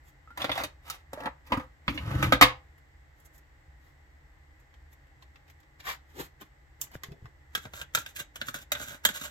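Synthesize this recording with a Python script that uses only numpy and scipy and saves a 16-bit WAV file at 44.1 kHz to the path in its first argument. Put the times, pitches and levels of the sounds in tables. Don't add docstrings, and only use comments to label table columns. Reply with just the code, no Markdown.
import sys
import numpy as np
from scipy import signal
from scipy.fft import rfft, irfft, next_fast_len
from scipy.io import wavfile
from scipy.ndimage import uniform_filter1d, map_coordinates

SR = 44100
rng = np.random.default_rng(int(sys.argv[2]) if len(sys.argv) > 2 else 0)


def invert_db(level):
    return 10 ** (np.asarray(level, dtype=float) / 20)


def bounce(signal):
    frames = np.transpose(np.atleast_2d(signal))
    limited = np.clip(frames, -1, 1)
    pcm = np.round(limited * 32767).astype(np.int16)
    wavfile.write(sys.argv[1], SR, pcm)


N = 410130

# (time [s], click level [dB], weight: thud re click [dB], snap re click [dB],
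# rattling note [Hz])
CLATTER_KNOCKS = [(0.275, -59.5, 3, -30, 1270), (0.3056, -55, 4, -10, 1460), (0.3736, -36, -4.5, -5, 990),
                  (0.4027, -36.5, -12, -28, 830), (0.418, -27, -14.5, -15, 974),
                  (0.4428, -23.5, -13, -16.5, 511), (0.4934, -25, -10.5, -23.5, 626),
                  (0.5149, -26.5, -13.5, -18.5, 1644), (0.5586, -37.5, -7, -12.5, 905),
                  (0.5765, -26.5, -13, -12, 680), (0.607, -42.5, -2.5, -6.5, 496),
                  (0.636, -27, -14, -6, 598), (0.8994, -34.5, -36, 2, 1317), (1.1319, -41, -1.5, -3, 543),
                  (1.1744, -49.5, -3.5, -17, 585), (1.2044, -40, -3.5, -12, 540),
                  (1.2344, -44, -1, -9.5, 560), (1.257, -32, -4, -16, 916), (1.5201, -21, -3, -22.5, 982),
                  (1.5724, -45.5, 15, -3.5, 1196), (1.5969, -41, 1.5, -19, 1250),
                  (1.8796, -21, -12.5, -33, 2286), (1.9754, -27.5, -26, -43, 2296),
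                  (2.2263, -23, -7, -10, 2344), (2.3222, -14.5, -8, -16, 1580),
                  (2.4115, -7, -11.5, -12.5, 1906), (2.423, -5, -16.5, -12, 1113)]
# (time [s], click level [dB], weight [dB], snap [dB], rattling note [Hz])
FOIL_KNOCKS = [(2.7801, -65.5, 1.5, -2.5, 2260), (3.1999, -70, -5.5, 6, 7390), (3.2594, -76, 1.5, 14, 7600),
               (3.3792, -68, -15, 9, 6640), (4.5998, -65, -2, -5, 6620), (4.7398, -50.5, -15, -24, 3240),
               (4.9294, -60.5, -8, -2, 2200), (5.0694, -66.5, -1, -10.5, 3450),
               (5.2235, -47, -10, -22, 2280), (5.3577, -50, -5, -23, 2630), (5.4798, -53, -11, -17.5, 2410),
               (5.4993, -52, -9.5, -10, 2370), (5.6014, -56, -11, -11.5, 2400),
               (5.6306, -56, -6, -22.5, 2370), (5.803, -38.5, -30, -26, 2420), (6.4115, -48, -2, -5, 2980),
               (6.8137, -36, -22, 5, 6450), (6.869, -59, 2, -9, 6400), (6.9148, -54.5, -2, -7, 2250),
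               (7.0344, -30.5, -15, -17.5, 3110), (7.1187, -46.5, -15, -19.5, 2140),
               (7.2555, -49.5, 0, -22, 2124)]
# (time [s], click level [dB], weight [dB], snap [dB], rattling note [Hz])
SPOON_KNOCKS = [(7.5504, -26.5, -26.5, -7.5, 1341), (7.5746, -43, -7, -4, 1330),
                (7.6531, -44.5, 0.5, -20, 635), (7.7353, -40, -12.5, -13, 1360),
                (7.8142, -39.5, -19, -6, 1585), (7.9487, -24, -24.5, -1, 1305),
                (7.9727, -31.5, -14, -18, 1380), (8.0617, -40.5, -23, -6.5, 3640),
                (8.3571, -40.5, -16, -4, 3060), (8.4141, -32, -18, -13, 1580),
                (8.4838, -37.5, -8.5, -7, 1290), (8.542, -41.5, -7.5, 0, 1350),
                (8.7186, -27.5, -20, 0, 1580), (8.751, -34.5, -15, -14, 1590), (8.8014, -50, 4, -8, 1630),
                (9.0507, -20, -21, -0.5, 3256), (9.0885, -34.5, -7, -4, 1476), (9.2123, -42.5, -6, 0, 1472)]
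# (time of peak [s], fade [s], body level [dB],
# weight: rumble re body [dB], grit: hiss re body [dB])
CLATTER_SWELLS = [(.41, 0.025, -39.5, -16, -10.5), (.455, 0.013, -47.5, 3, -6.5),
                  (.485, .012, -47.5, 2, -18), (.525, 0.016, -46, -7, -6.5), (.556, 0.0087, -42, -17, -8),
                  (.597, 0.026, -32, -9.5, -13), (.65, 0.0086, -43.5, 2.5, -5.5),
                  (.87, 0.017, -58, -15.5, -8), (.908, 0.046, -50.5, -18, -2.5),
                  (1.16, 0.02, -48.5, -10, -21), (1.205, 0.035, -47.5, -9, -17),
                  (1.25, 0.036, -45, -7, -31), (1.275, 0.0084, -38, -3.5, -36), (1.476, 0.017, -61, -9, 0),
                  (1.505, 0.0098, -49, 4.5, -18.5), (1.54, 0.0093, -28, -20, -26),
                  (1.572, 0.0099, -44.5, 8.5, -39), (1.602, 0.031, -46.5, -1.5, -17),
                  (1.9, .018, -58, 23, 4), (1.954, 0.014, -61.5, 24.5, 6), (1.99, 0.062, -54, 10, -7.5),
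                  (2.075, 0.033, -41, 12, -15.5), (2.13, 0.043, -42, 9, -15), (2.18, 0.04, -45.5, 15, -12),
                  (2.24, 0.019, -35.5, 8, -11), (2.29, 0.034, -48.5, 12, -9), (2.34, 0.013, -38, 2.5, -11)]
# (time of peak [s], fade [s], body level [dB], weight [dB], grit [dB])
FOIL_SWELLS = [(.075, 0.031, -73.5, -3.5, 8.5), (3.2, 0.038, -85, 0, 11.5), (3.258, 0.0087, -78.5, 3, 22),
               (3.354, 0.018, -78, 3, 17), (3.86, 0.052, -73.5, 1.5, -1.5), (4.6, 0.019, -80.5, -8, 1),
               (4.93, .018, -73, -6, 3.5), (5.23, 0.018, -71, -4, -2), (5.5, 0.026, -70, -14, -3),
               (5.802, 0.0062, -52, -20, -9), (5.89, .03, -34.5, -18, -7.5), (6.105, 0.031, -67.5, -12, -4),
               (6.165, 0.018, -58.5, 4, -4), (6.2, 0.026, -49.5, 3.5, -1), (6.245, 0.026, -58.5, -18, -1),
               (6.418, .012, -49.5, -4.5, -11), (6.455, .015, -72, 5, 1), (6.832, 0.018, -60.5, -10, 12),
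               (6.945, 0.016, -53.5, -6, -5.5), (7.062, 0.015, -61, -13, -5), (7.11, 0.046, -81.5, 27.5, 1),
               (7.255, 0.043, -74, 13.5, -6)]
# (time of peak [s], fade [s], body level [dB], weight [dB], grit [dB])
SPOON_SWELLS = [(7.6, 0.055, -62.5, -16.5, 3), (7.665, 0.021, -56, 3.5, -13),
                (7.745, 0.011, -59, -7.5, -12), (7.762, 0.026, -61.5, -11, 11),
                (7.793, .02, -47.5, -17, -1.5), (7.823, 0.013, -49.5, -11, -4),
                (7.943, 0.0053, -55, -12, 6), (7.986, 0.021, -50, -12.5, 4.5),
                (8.085, 0.035, -67, -4.5, 8.5), (8.167, 0.0097, -53, -15, 12),
                (8.2, 0.014, -45.5, -8.5, 2.5), (8.37, .014, -60, -13, 4), (8.43, 0.029, -61, -6.5, -1),
                (8.462, 0.013, -66, -11, 8), (8.484, 0.018, -58, 4.5, 13.5), (8.555, 0.014, -45, -10, 1),
                (8.59, 0.0217, -55.5, -7, -1), (8.62, 0.012, -57.5, -6, 5.5),
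                (8.77, 0.0055, -47, -21.5, -8), (8.806, 0.024, -47.5, -7, 0), (8.87, 0.061, -53, -4.5, 3.5),
                (8.922, 0.034, -49.5, -5, -6.5), (9.043, 0.0058, -46.5, -10, -4),
                (9.11, 0.0083, -50, -17, 7), (9.162, 0.019, -41, -17, 3), (9.224, 0.016, -47, -23, 1.5),
                (9.26, 0.037, -49.5, -18, 0)]
# (frequency [Hz], relative level [dB])
CLATTER_COLOUR = [(29, -33), (50, 5.5), (203, -3), (271, 2), (380, -15), (507, -14.5), (1020, -13),
                  (1400, -15), (1870, -11), (4140, -19), (8970, -33.5), (12000, -29), (16000, -33)]
# (frequency [Hz], relative level [dB])
FOIL_COLOUR = [(59, -49), (100, -15.5), (461, -14), (558, -15.5), (768, -12), (1450, -14.5), (2270, -10),
               (7610, -18), (9210, -36.5), (11900, -19), (16000, -30.5)]
# (frequency [Hz], relative level [dB])
SPOON_COLOUR = [(59, -34), (100, 2.5), (415, -8.5), (621, -8.5), (801, -15), (1520, -2), (1870, -7),
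                (3320, -7.5), (4670, -12), (7610, -5), (9020, -23.5), (12400, -10.5), (16000, -23.5)]
# (frequency [Hz], width [Hz], level re colour [dB])
CLATTER_MODES = [(120, 13, 11), (302, 56, 5.5), (512, 29, 10), (700, 86, -2.5), (900, 68, 2.5),
                 (974, 13, 4), (1228.6, 110, 3.5), (1717, 21, 1.5), (1930, 21, -4), (2370, 130, 1.5),
                 (3756, 60, 9.5), (4160, 28, -1)]
# (frequency [Hz], width [Hz], level re colour [dB])
FOIL_MODES = [(3376, 1000, 4.6), (6200, 250, 0.5)]
# (frequency [Hz], width [Hz], level re colour [dB])
SPOON_MODES = [(590, 70, 7), (1360, 90, 5), (1580, 207, 6.46), (3371, 86, 3.7), (3760, 170, 7),
               (5480, 59, 1.6), (6460, 140, 5), (8284, 150, 2.8), (12420, 400, 6.2)]
# (frequency [Hz], relative level [dB])
DRONE = [(12, -58.5), (20, -26), (70, 1), (83, -6), (98, -25.5), (146, -13), (172, -37), (301, -26.5),
         (377, -33), (472, -29), (1370, -31.5), (1960, -25.5), (2320, -37), (7520, -49), (16000, -59)]
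# (frequency [Hz], width [Hz], level re colour [dB])
DRONE_MODES = [(59, 90, -5.5), (69.6, 9.7, -1.5), (130, 23, 3), (320.4, 74, 5.5), (824, 79, 7),
               (2050, 430, 4), (7680, 1000, 8), (10400, 2400, -19), (11600, 2200, 11.5)]
# (frequency [Hz], correlation [-1 to 1])
ALIKE = [(60, 0.99), (180, 0.83), (550, 0.18), (1650, -0.18), (4970, 0.04), (15000, 0.87)]
# (frequency [Hz], t60 [s])
KITCHEN = [(100, 0.16), (500, 0.29), (2000, 0.24), (6000, 0.22), (14000, 0.12)]
# (frequency [Hz], left re right [dB])
CLATTER_PORTS = [(60, 0), (180, 2), (550, 2.5), (1650, -4.5), (4970, -2), (15000, -4.5)]
# (frequency [Hz], left re right [dB])
SPOON_PORTS = [(60, -4), (180, 2), (550, 5), (1650, -5.5), (4970, 1.5), (15000, -15)]
# (frequency [Hz], left re right [dB])
FOIL_PORTS = [(60, -11), (240, 8.5), (950, 8), (3770, -4), (15000, -9)]
# (time [s], level [dB], frequency [Hz], t60 [s])
NOTES = [(.275, -43, 1286, 0.12), (.305, -39.5, 1390, 0.12), (.418, -24, 3530, 0.059),
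         (.517, -22.5, 3480, 0.076), (.561, -32, 3430, .05), (1.132, -34, 561, 0.098),
         (1.175, -30.5, 608, 0.094), (1.572, -24, 130, 0.056), (6.72, -54, 110.3, 0.16),
         (1.881, -21.5, 160, 0.061), (6.868, -55.5, 1150, 0.059), (6.918, -56, 4750, .05),
         (6.9535, -29.5, 1570, 0.0078), (6.956, -32, 132, 0.047), (7.086, -34, 139, 0.045),
         (7.115, -36.5, 150, 0.1), (7.225, -33.5, 110.3, 0.038), (7.245, -37, 124, 0.11),
         (8.92, -57, 1485, 0.14), (9.24, -60, 1515, 0.16)]
# (frequency [Hz], level re DROP_DB [dB], t60 [s])
DROP_RING = [(511, -1.5, 0.23), (802, -22.5, 0.53), (904, -8, 0.15), (993.6, -16, 0.22), (1716, 1, 0.23),
             (2076, -4, 0.13), (2351, -5, 0.18), (3187, -12, 0.13), (3540, -16, 0.14)]
# (time [s], level [dB], frequency [Hz], t60 [s])
TAP = (6.9535, -27, 520, .009)
# (time [s], frequency [Hz])
CUP_AIR = [(8.1, 1350), (8.45, 1530), (9.3, 1480)]

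DRONE_DB = -55
DROP_S, DROP_DB = 2.413, -19
BOOM_HZ, EARLY_CUT = 192, 0.67
HEAVY_FROM_S = 1.42
ROUNDNESS, RISE_SHARE = 1.42, 0.9


def unit(x):
    return x / np.sqrt(np.mean(x ** 2) + 1e-20)


def along(points, hz):
    f, v = np.transpose(points)
    return np.interp(np.log(hz + 1), np.log(f + 1), v)


def wobble(rate):
    knots = rng.standard_normal(int(N * rate / SR) + 4)
    return map_coordinates(knots, [np.arange(N) * rate / SR])


def body(colour, modes, hz):
    humps = sum(db / (1 + (2 * (hz - centre) / width) ** 2) for centre, width, db in modes)
    return invert_db(along(colour, hz) + humps)


def causal(gain):
    cepstrum = irfft(np.log(gain + 1e-6))
    half = len(cepstrum) // 2
    cepstrum[1:half] *= 2
    cepstrum[half + 1:] = 0
    return np.exp(rfft(cepstrum))


def filtered(x, response):
    m = 2 * next_fast_len(N // 2 + 8192)
    return irfft(rfft(x, m) * response(np.fft.rfftfreq(m, 1 / SR)), m)[..., :N]


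def registers(forces, colour, modes, edges_hz):
    def response(hz):
        below = [1 / (1 + (hz / edge) ** 6) for edge in edges_hz]
        shares = np.diff([0 * hz, *below, 1 + 0 * hz], axis=0)
        return [causal(unit(part)) for part in body(colour, modes, hz) * shares]
    return filtered(forces, response).sum(0)


def blows(knocks, trim_db, hollow_share, t60s, harder, ring_db, ring_t60):
    forces, ring = np.zeros((4, N + SR)), np.zeros(N + SR)
    t = np.arange(SR // 3) / SR
    for s, db, weight_db, snap_db, hz in knocks:
        at = slice(round(s * SR), round(s * SR) + len(t))
        levels = db + np.add([weight_db, hollow_share * weight_db, 0, snap_db], trim_db)[:, None]
        lives = np.array(t60s)[:, None] * invert_db(harder * (levels + 28.0))
        attack = 1 - np.exp(-t / 0.00047)
        burst = rng.standard_normal((4, len(t))) * attack
        crack = invert_db(4.0 - 60 * t / 0.0054)
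        forces[:, at] += invert_db(levels) * (invert_db(-60 * t / lives) + crack) * burst
        drift = np.cumsum(rng.standard_normal(len(t))) * .04 * (1 + hz / 2000)
        decay = invert_db(levels[1:].max() + ring_db - 60 * t / ring_t60)
        ring[at] += decay * np.sin(2 * np.pi * hz * t + drift)
    return forces[:, :N], ring[:N]


def rough_swells(swells, rasp_db, rasp_share, grain_db, judder_db):
    pressure = np.zeros((4, N + SR))
    t = np.arange(-SR // 4, SR // 4) / SR
    for s, fade_s, db, weight_db, grit_db in swells:
        side_s = fade_s * np.where(t < 0, RISE_SHARE, 1)
        swell = np.exp(-np.abs(t / side_s) ** ROUNDNESS)
        levels = db + np.array([[weight_db], [0], [rasp_db + rasp_share * grit_db], [grit_db]])
        pressure[:, round(s * SR):][:, :len(t)] += invert_db(levels) * swell
    grains = invert_db(grain_db * wobble(400) + judder_db * wobble(45))
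    grains = grains * invert_db(np.outer([1.5, .8, 0, 0], wobble(25)))
    return pressure[:, SR // 4:][:, :N] * unit(grains * rng.standard_normal((4, N)))


def hollow(force, centre_hz, sway_hz, width_hz, db):
    slow = filtered(force, lambda hz: 1 / (1 + 1j * hz / width_hz)) * np.sqrt(SR / width_hz / np.pi)
    pitch_hz = centre_hz + sway_hz * wobble(11)
    return invert_db(db) * slow * np.sin(2 * np.pi * np.cumsum(pitch_hz) / SR)


def kitchen(x):
    wet, step = np.zeros((2, N + SR)), SR // 3
    for start in range(0, N, step):
        hz, t, z = signal.stft(rng.standard_normal((2, step)), SR, nperseg=256)
        walls = invert_db(-60 * t / along(KITCHEN, hz)[:, None])
        counter = invert_db(11.5 - 60 * t / 0.032)
        tail = signal.istft(z * (walls + counter), SR, nperseg=256)[1]
        tail = tail / np.linalg.norm(tail[0])
        echo = signal.fftconvolve(x[None, start:start + step], tail, axes=1)
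        wet[:, start + 60:][:, :echo.shape[1]] += echo
    return wet[:, :N]


def placed(x, balance, lead_s, room_db):
    side = np.array([[.5], [-.5]])
    direct = filtered(x, lambda hz: invert_db(along(balance, hz) * side) * np.exp(2j * np.pi * hz * lead_s * side))
    left, right = kitchen(x)
    apart = filtered(left - right, lambda hz: hz ** 2 / (hz ** 2 + 300 ** 2))
    return direct + invert_db(room_db) * ((left + right) / 2 + side * apart)


def refrigerator():
    def shape(hz):
        angle = np.arccos(np.clip(along(ALIKE, hz), -1, 1)) / 2
        return body(DRONE, DRONE_MODES, hz) * [np.cos(angle), np.sin(angle)]
    mid, side = filtered(rng.standard_normal((2, N)), shape)
    return invert_db(DRONE_DB + 0.43 * wobble(0.9)) * unit(np.array([mid + side, mid - side]))


def foil():
    forces, ring = blows(FOIL_KNOCKS, trim_db=[-14.0, 4, -9.0, 4], hollow_share=0.6,
                         t60s=[0.15, 0.014, 0.037, 0.0295], harder=-0.039, ring_db=-9, ring_t60=.04)
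    forces = forces + rough_swells(FOIL_SWELLS, rasp_db=-1.5, rasp_share=0.35, grain_db=1.5, judder_db=2.0)
    sound = ring + registers(forces, FOIL_COLOUR, FOIL_MODES, edges_hz=[600, 2200, 7000])
    return placed(sound, FOIL_PORTS, lead_s=-.0003, room_db=1.5)


def clatter():
    forces, ring = blows(CLATTER_KNOCKS, trim_db=[2.0, 4, -7, 0.0], hollow_share=0.63,
                         t60s=[0.066, 0.033, .07, 0.048], harder=0.15, ring_db=-2.5, ring_t60=.09)
    rough = rough_swells(CLATTER_SWELLS, rasp_db=4, rasp_share=.9, grain_db=2.5, judder_db=2.5)
    heavy = np.arange(N) / SR > HEAVY_FROM_S
    ring = ring + hollow(rough[1] * heavy, centre_hz=1250, sway_hz=150, width_hz=180, db=-2.0)
    sound = ring + registers(forces + rough, CLATTER_COLOUR, CLATTER_MODES, edges_hz=[480, 1800, 4500])
    boom = filtered(sound, lambda hz: 1 / (1 + (hz / BOOM_HZ) ** 6))
    sound = sound - boom * ~heavy * EARLY_CUT
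    return placed(sound, CLATTER_PORTS, lead_s=0.00016, room_db=0.5)


def notes():
    sound, t = np.zeros(N + SR), np.arange(SR // 4) / SR
    ringing = [(DROP_S, DROP_DB + db, hz, t60) for hz, db, t60 in DROP_RING]
    for rows, rattle in ((NOTES + [TAP], .1), (ringing, .02)):
        for s, db, hz, t60 in rows:
            drift = np.cumsum(rng.standard_normal(len(t))) * rattle * hz / 3500
            swing = invert_db(db - 60 * t / t60) * np.sin(2 * np.pi * hz * t + drift)
            sound[round(s * SR):][:len(t)] += swing
    return placed(sound[:N], [(100, .5), (4000, -1.7)], lead_s=.0001, room_db=-12.5)


def spoon():
    forces, ring = blows(SPOON_KNOCKS, trim_db=[2.2, 6.55, 3.1, 1.8], hollow_share=0.326,
                         t60s=[0.089, 0.03, 0.0295, 0.051], harder=0.078, ring_db=-7.0, ring_t60=0.088)
    forces = forces + rough_swells(SPOON_SWELLS, rasp_db=0, rasp_share=0.93, grain_db=3.0, judder_db=2.33)
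    air_hz = np.interp(np.arange(N) / SR, *np.transpose(CUP_AIR))
    ring = ring + hollow(forces[1], air_hz, sway_hz=60.03, width_hz=58, db=-3)
    sound = ring + registers(forces, SPOON_COLOUR, SPOON_MODES, edges_hz=[480, 1800, 4500])
    return placed(sound, SPOON_PORTS, lead_s=.0002, room_db=-2)


def scene():
    return refrigerator() + foil() + clatter() + notes() + spoon()


def suppressor(x, depth_db, open_db, soft_db, window_s):
    treble = filtered(x, lambda hz: hz > 3500)
    power = uniform_filter1d((treble ** 2).mean(0), round(window_s * SR))
    level_db = 10 * np.log10(np.abs(power) + 1e-12)
    shut = 1 / (1.0 + np.exp(np.clip((level_db - open_db) / soft_db, -30, 30)))
    bass = filtered(x, lambda hz: 1 / (1 + (hz / 100) ** 4))
    return bass + (x - bass) * invert_db(-depth_db * shut)


def low_pass(x):
    return signal.sosfilt(signal.butter(12, 16970, fs=SR, output="sos"), x)


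def record(dry):
    quieted = suppressor(dry, depth_db=6.0, open_db=-60, soft_db=7.5, window_s=0.028)
    rounded = quieted / (1 + np.abs(quieted / .93) ** 4) ** (1 / 4)
    finished = filtered(rounded, lambda hz: 1 / (1 + (hz / 16200) ** 40))
    return low_pass(finished)


dry = scene()
out = record(dry)
bounce(out)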